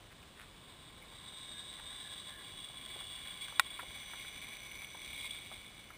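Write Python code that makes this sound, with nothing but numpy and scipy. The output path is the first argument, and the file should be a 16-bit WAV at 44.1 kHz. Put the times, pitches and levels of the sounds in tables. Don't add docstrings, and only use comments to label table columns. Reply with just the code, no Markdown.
import sys
import numpy as np
from scipy import signal
from scipy.fft import rfft, irfft
from scipy.io import wavfile
from scipy.ndimage import uniform_filter1d

SR = 44100
rng = np.random.default_rng(int(sys.argv[2]) if len(sys.argv) > 2 else 0)


def put_to_file(sound):
    columns = np.atleast_2d(sound).T
    safe = np.clip(columns, -1, 1)
    whole_steps = np.round(safe * 32767)
    wavfile.write(sys.argv[1], SR, whole_steps.astype(np.int16))


N = 263277
T = np.arange(N) / SR
CAMERA_RATE_HZ = 12000
PINION_TEETH, COMMUTATOR_BARS = 10, 3
OVERHEAD_S, CROSSING_S = 3.74, 2.5


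def undb(db):
    return 10 ** (np.asarray(db) / 20)


def unit(x):
    return x / np.sqrt(np.mean(x ** 2))


def curves(table):
    times, *columns = np.transpose(table)
    return [np.interp(T, times, column) for column in columns]


def walk(rate_hz):
    knots = rng.standard_normal(4096)
    return unit(np.interp(T * rate_hz, np.arange(len(knots)), knots))


def bump(time_s, length_s):
    return np.exp(-(2 * (T - time_s) / length_s) ** 2)


def nearness(overhead_s, crossing_s, db_per_doubling=-20):
    distance = np.hypot(1, (T - overhead_s) / crossing_s)
    return undb(db_per_doubling * np.log2(distance))


def band(x, hz, width_hz):
    b, a = signal.iirpeak(hz, hz / (1.55 * width_hz), fs=SR)
    return signal.lfilter(b, a, signal.lfilter(b, a, x))


def ring(force, resonances):
    y = sum(undb(db) * band(force, hz, width_hz) for hz, width_hz, db in resonances)
    return y / np.sqrt(uniform_filter1d(y ** 2, size=5000) + 1e-18)


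def add(out, time_s, sound, peak_db):
    i = int(time_s * SR)
    out[i:i + len(sound)] += (undb(peak_db) * sound / np.abs(sound).max())[:N - i]


def grains(rate_hz, spread_db):
    hits = rng.random(N) < rate_hz / SR
    return hits * undb(spread_db * np.minimum(rng.exponential(size=N), 3))


# (time [s], mesh rate [Hz])
GEAR_SPEED = [(0, 243.6), (.75, 252), (1.25, 319.8), (1.45, 341.7), (1.56, 331.8), (1.76, 349.3),
              (1.88, 331.3), (1.98, 358), (2.25, 311.9), (2.65, 229.4), (2.98, 270), (3.12, 247.8),
              (3.35, 300.1), (3.72, 200.9), (4.12, 245.7), (4.5, 199.9), (4.97, 200.4), (5.28, 320),
              (5.44, 183), (5.97, 217.7)]


def mesh_rate():
    return curves(GEAR_SPEED)[0]


def tooth_force(teeth_passed, rolling, scatter_db=4, slop_teeth=0.13, rub=0.51, wear=0.8):
    tooth = np.arange(1, int(teeth_passed[-1]))
    own_error = rng.standard_normal((PINION_TEETH, 2))
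    own_error = (own_error - own_error.mean(axis=0)) / own_error.std(axis=0)
    random_error = rng.standard_normal((4096, 2))[tooth]
    error = wear * own_error[tooth % PINION_TEETH] + np.sqrt(1 - wear ** 2) * random_error
    timing, strength = error.T
    tap_at = np.interp(tooth + slop_teeth * timing, teeth_passed, np.arange(N)).astype(int)
    taps = np.zeros(N)
    taps[tap_at] = undb(scatter_db * np.clip(strength, -2, 2))
    rubbing = rng.standard_normal(N) * np.exp(-2 * (teeth_passed % 1))
    loose = unit(unit(taps) + rub * unit(rubbing))
    even = unit(np.diff(np.floor(teeth_passed), prepend=0))
    return rolling * even + np.sqrt(1 - rolling ** 2) * loose


# (frequency [Hz], width [Hz], gain [dB])
FRONT_AXLE_MODES = [(3665, 214, 4.5), (3786, 54, 0.5), (3848, 40, 4), (4550, 670, -15)]
GEARBOX_MODES = [(2877, 94, 7.5), (3353, 100, 14.5), (3411, 63, 18.5), (4550, 300, -2), (5230, 560, -10)]
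REAR_AXLE_MODES = [(2164, 26, 5.5), (2263, 120, 9.5), (2397, 130, -5), (2670, 130, -16), (4030, 770, -11.5)]
CHASSIS_MODES = [(624, 42, -5.5), (793, 49, -5), (1534, 110, -9), (1678, 170, -2.5), (1947, 87, -1.5)]
MOTOR_CAN_MODES = [(1062, 49, -0.5), (1120, 56, -6)]
# (overhead [s], crossing [s], direct gain [dB], frame-borne gain [dB], tightness [0-1])
PART_PASSES = [(1.82, 0.97, -53, -56, 0.96), (3.1, 1.35, -52, -54, 1), (4.53, 1.63, -54, -58, 0.73),
               (2.0, 1.0, -65, -62, 0.53), (2.95, 3.3, -64.5, -73, .7)]
# (time [s], rolling share [0-1])
ROLLING_SHARE = [(0, 0.75), (1.2, 0), (1.42, 0.45), (2.0, 0.4), (2.35, 0.72), (2.6, 0.28), (3.8, 0.51),
                 (5.97, 0.3)]
# (time [s], length [s], front axle and gearbox gain [dB], rear axle gain [dB])
LUMP_LOADS = [(1.03, 0.2, -5, 0), (1.5, 0.23, 0.5, 0.5), (1.92, .12, -4, -3), (2.15, 0.36, 3, -0.5),
              (2.377, 0.13, -5, -6), (2.63, 0.16, 3.5, -1.5), (3.09, 0.13, 4, -2), (3.427, 0.068, 4.5, 4),
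              (4.154, .2, 1, 0.5), (4.55, 0.29, -2, 0), (4.77, .2, -4, 2), (5.34, 0.78, 6, 3),
              (5.25, 0.17, 3.5, 4.5), (5.97, 0.14, -7, 1.5)]


def drivetrain(mesh_hz, flutter=0.003, judder_db=1.65, db_per_octave=2.5, cruise_hz=265):
    teeth_passed = np.cumsum(mesh_hz * (1 + flutter * walk(60))) / SR
    rolling = np.clip(curves(ROLLING_SHARE)[0], 0, 0.95)
    frame = nearness(OVERHEAD_S, CROSSING_S)
    front_db = sum(db * bump(time_s, length_s) for time_s, length_s, db, _ in LUMP_LOADS)
    rear_db = sum(db * bump(time_s, length_s) for time_s, length_s, _, db in LUMP_LOADS)
    parts = ((FRONT_AXLE_MODES, front_db), (GEARBOX_MODES, front_db), (REAR_AXLE_MODES, rear_db),
             (CHASSIS_MODES, 0), (MOTOR_CAN_MODES, 0))
    sound = np.zeros(N)
    for (modes, load_db), part_pass in zip(parts, PART_PASSES):
        overhead_s, crossing_s, direct_db, frame_db, tightness = part_pass
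        direct = undb(direct_db) * nearness(overhead_s, crossing_s)
        gain = undb(load_db) * np.hypot(direct, undb(frame_db) * frame)
        sound += gain * ring(tooth_force(teeth_passed, rolling * tightness), modes)
    speed_db = db_per_octave * np.log2(mesh_hz / cruise_hz)
    lug_db = judder_db * walk(45)
    return sound * undb(speed_db + lug_db)


# (time [s], relative level [dB], ripple depth [dB])
WHISTLE_OCTAVE = [(0, -88, 6), (.95, -92, -14), (1.4, -79.5, -16), (2.1, -78.5, -15), (2.7, -81.5, 0),
                  (3.3, -78, -10), (3.52, -70.5, -16), (3.69, -83, -11), (4.0, -66.5, -14),
                  (4.5, -68.5, -7.5), (4.8, -67, -2), (5.08, -69.5, 1), (5.27, -81.5, 9.5), (5.97, -77, -5)]


def controller_whistle(mesh_hz, switch_hz=2966, tone_db=-62, sap_db=-6, octave_gain_db=9, waver_db=0.9):
    level_db, depth_db = curves(WHISTLE_OCTAVE)
    ripple = undb(level_db + depth_db)
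    phase = 2 * np.pi * switch_hz * T
    motor_turns = np.cumsum(mesh_hz) / SR / PINION_TEETH
    commutation = 1.2 * np.cos(2 * np.pi * COMMUTATOR_BARS * motor_turns)
    tone = undb(tone_db + sap_db * ripple / ripple.max()) * np.sin(phase)
    tone *= nearness(overhead_s=4.05, crossing_s=3.2)
    octave = undb(octave_gain_db) * (undb(level_db) + ripple * commutation) * np.sin(2 * phase)
    return np.sqrt(2) * (tone + octave) * undb(waver_db * walk(11))


# (frequency [Hz], relative density [dB])
AIR_SPECTRUM = [(15, -36), (30, -1.5), (50, 0), (100, -1), (200, -4.5), (450, -10), (1000, -13.5),
                (1900, -15.5), (2600, -15.5), (3600, -12.5), (4300, -18), (5800, -23)]


def air(level_db=-58, waver_db=0.6):
    freqs = np.fft.rfftfreq(N, 1 / SR)
    hz, db = np.transpose(AIR_SPECTRUM)
    colour = undb(np.interp(np.log(freqs + 1), np.log(hz), db)) * (freqs < CAMERA_RATE_HZ / 2)
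    noise = unit(irfft(rfft(rng.standard_normal(N)) * colour, N))
    return noise * undb(level_db + waver_db * walk(9))


# (time [s], length [s], level [dB])
TYRE_SCUFFS = [(0.119, 0.017, -52), (0.408, 0.073, -56.5), (1.793, 0.031, -59)]


def tyres(crunch_db=-71):
    swell = sum(undb(db) * bump(time_s, length_s) for time_s, length_s, db in TYRE_SCUFFS)
    scuff = unit(band(grains(rate_hz=990, spread_db=5.5), hz=1750, width_hz=1200))
    crunch = unit(band(grains(rate_hz=80, spread_db=11), hz=1000, width_hz=1200))
    return swell * scuff + undb(crunch_db) * nearness(OVERHEAD_S, CROSSING_S) * crunch


# (time [s], relative peak [dB], centre [Hz])
CRUMB_FALLS = [(0.228, -50, 2300), (1.123, -51, 681), (1.321, -49, 883), (1.795, -46, 1110),
               (2.697, -51, 651), (2.959, -45.5, 630), (3.009, -43, 1050), (3.256, -44, 1967),
               (3.482, -42, 1621), (3.523, -43, 863), (3.791, -37, 1119), (3.795, -34, 1440),
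               (3.827, -42.5, 632), (4.134, -38, 1250), (4.247, -43.5, 1439), (4.947, -43.5, 804),
               (5.244, -44.5, 900), (5.515, -43, 860), (5.903, -43.5, 1310)]


def crumbs(gain_db=1, crumble_s=0.0067, grit=0.2, relative_width=0.92):
    out, t = np.zeros(N), T[:SR // 30]
    for time_s, db, hz in CRUMB_FALLS:
        force = grit * rng.standard_normal(len(t)) * np.exp(-t / crumble_s)
        force[0] += 1
        width_hz = relative_width * hz
        tick = band(band(force, hz, width_hz), hz, width_hz)
        add(out, time_s, tick, db + gain_db)
    return out


# (time [s], length [s], level [dB], resonance [Hz])
BRIEF_RESONANCES = [(1.028, 0.04, -58, 2230), (1.59, 0.12, -61, 1673), (2.09, 0.16, -60, 1649),
                    (2.36, 0.14, -59, 1690)]


def squeak_and_buzzes(mesh_hz, width_hz=110):
    force = tooth_force(np.cumsum(mesh_hz) / SR, rolling=0.6)
    return sum(undb(db) * bump(time_s, length_s) * ring(force, [(hz, width_hz, 0)])
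               for time_s, length_s, db, hz in BRIEF_RESONANCES)


def axle_whine(mesh_hz, start_s=1.27, end_s=2.145, fade_s=0.09, resonance_hz=3665, width_hz=560,
               gain_db=-53.5, waver_db=2, flutter=0.00299, runout_rad=0.42):
    phase = 2 * np.pi * np.cumsum(mesh_hz * (1 + flutter * walk(40))) / SR
    sway = runout_rad * np.sin(phase / PINION_TEETH)
    song = np.zeros(N)
    for order in (10, 11, 12):
        detuning = 2 * (order * mesh_hz - resonance_hz) / width_hz
        song += np.exp(-detuning ** 2) * np.sin(order * phase + sway)
    gate = np.clip(np.minimum(T - start_s, end_s - T) / fade_s, 0, 1)
    return np.sqrt(2) * gate * undb(gain_db + waver_db * walk(29.7)) * song


# (time [s], relative peak [dB], ring centre [Hz])
BACKLASH_CLACKS = [(3.0694, -38, 3332), (3.4496, -37, 3320), (3.7035, -33, 3449), (4.1044, -49, 2213),
                   (4.7137, -33.5, 2294), (4.8449, -30.5, 2341), (5.131, -30.5, 2348), (5.2006, -38, 2264),
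                   (5.2074, -32, 2298), (5.2954, -34, 2205), (5.3073, -27.5, 3368)]


def backlash(gain_db=-5, chatter=0.061, contact_s=0.0041, focus_octaves=0.46):
    out, t = np.zeros(N), T[:SR // 20]
    for time_s, db, centre_hz in BACKLASH_CLACKS:
        force = chatter * rng.standard_normal(len(t)) * np.exp(-t / contact_s)
        force[0] += 1
        clack = np.zeros(len(t))
        for hz, width_hz, mode_db in FRONT_AXLE_MODES + GEARBOX_MODES + REAR_AXLE_MODES:
            focus = np.exp(-(np.log2(hz / centre_hz) / focus_octaves) ** 2)
            clack += undb(mode_db) * focus * band(force, hz, width_hz)
        add(out, time_s, clack, db + gain_db)
    return out


# (frequency [Hz], gain [dB], t60 [s])
CASE_MODES = [(612, -20, 0.037), (830, -19.5, 0.047), (1076, -3, 0.026), (1420, 6, 0.015),
              (1900, 0.5, 0.022), (2360, -5, 0.027), (2730, -11.5, 0.028), (3643, 0.5, 0.017),
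              (3850, -10, 0.027), (4300, -25, 0.0079), (5140, -1.5, 0.0067)]


def pebble(time_s=3.5963, peak_db=-6.5, spread_hz=1700, spread_q=0.54, low_hz=750, high_hz=4900):
    out, t = np.zeros(N), T[:SR // 12]
    modes = sum(undb(db - 60 * t / t60_s) * np.cos(2 * np.pi * hz * t) for hz, db, t60_s in CASE_MODES)
    passband = signal.butter(3, [low_hz, high_hz], "bandpass", fs=SR, output="sos")
    radiated = signal.sosfilt(passband, modes)
    _, poles = signal.iirpeak(spread_hz, spread_q, fs=SR)
    crack = signal.lfilter(poles[::-1], poles, radiated)
    add(out, time_s, crack, peak_db)
    return out


def scene():
    mesh_hz = mesh_rate()
    gears = drivetrain(mesh_hz) + axle_whine(mesh_hz) + squeak_and_buzzes(mesh_hz)
    truck = gears + controller_whistle(mesh_hz) + backlash()
    mono = truck + crumbs() + pebble() + tyres() + air()
    return np.array([mono, mono])


def record(dry):
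    hold, top_hz = 4, 15250
    coarse = signal.resample_poly(dry, CAMERA_RATE_HZ, SR, axis=1)
    held = np.repeat(coarse, hold, axis=1)
    mirrored = signal.resample_poly(held, SR, hold * CAMERA_RATE_HZ, axis=1)[:, :N]
    lowpass = signal.ellip(10, 0.2, 70, top_hz, fs=SR, output="sos")
    return signal.sosfilt(lowpass, mirrored)


dry = scene()
out = record(dry)
put_to_file(out)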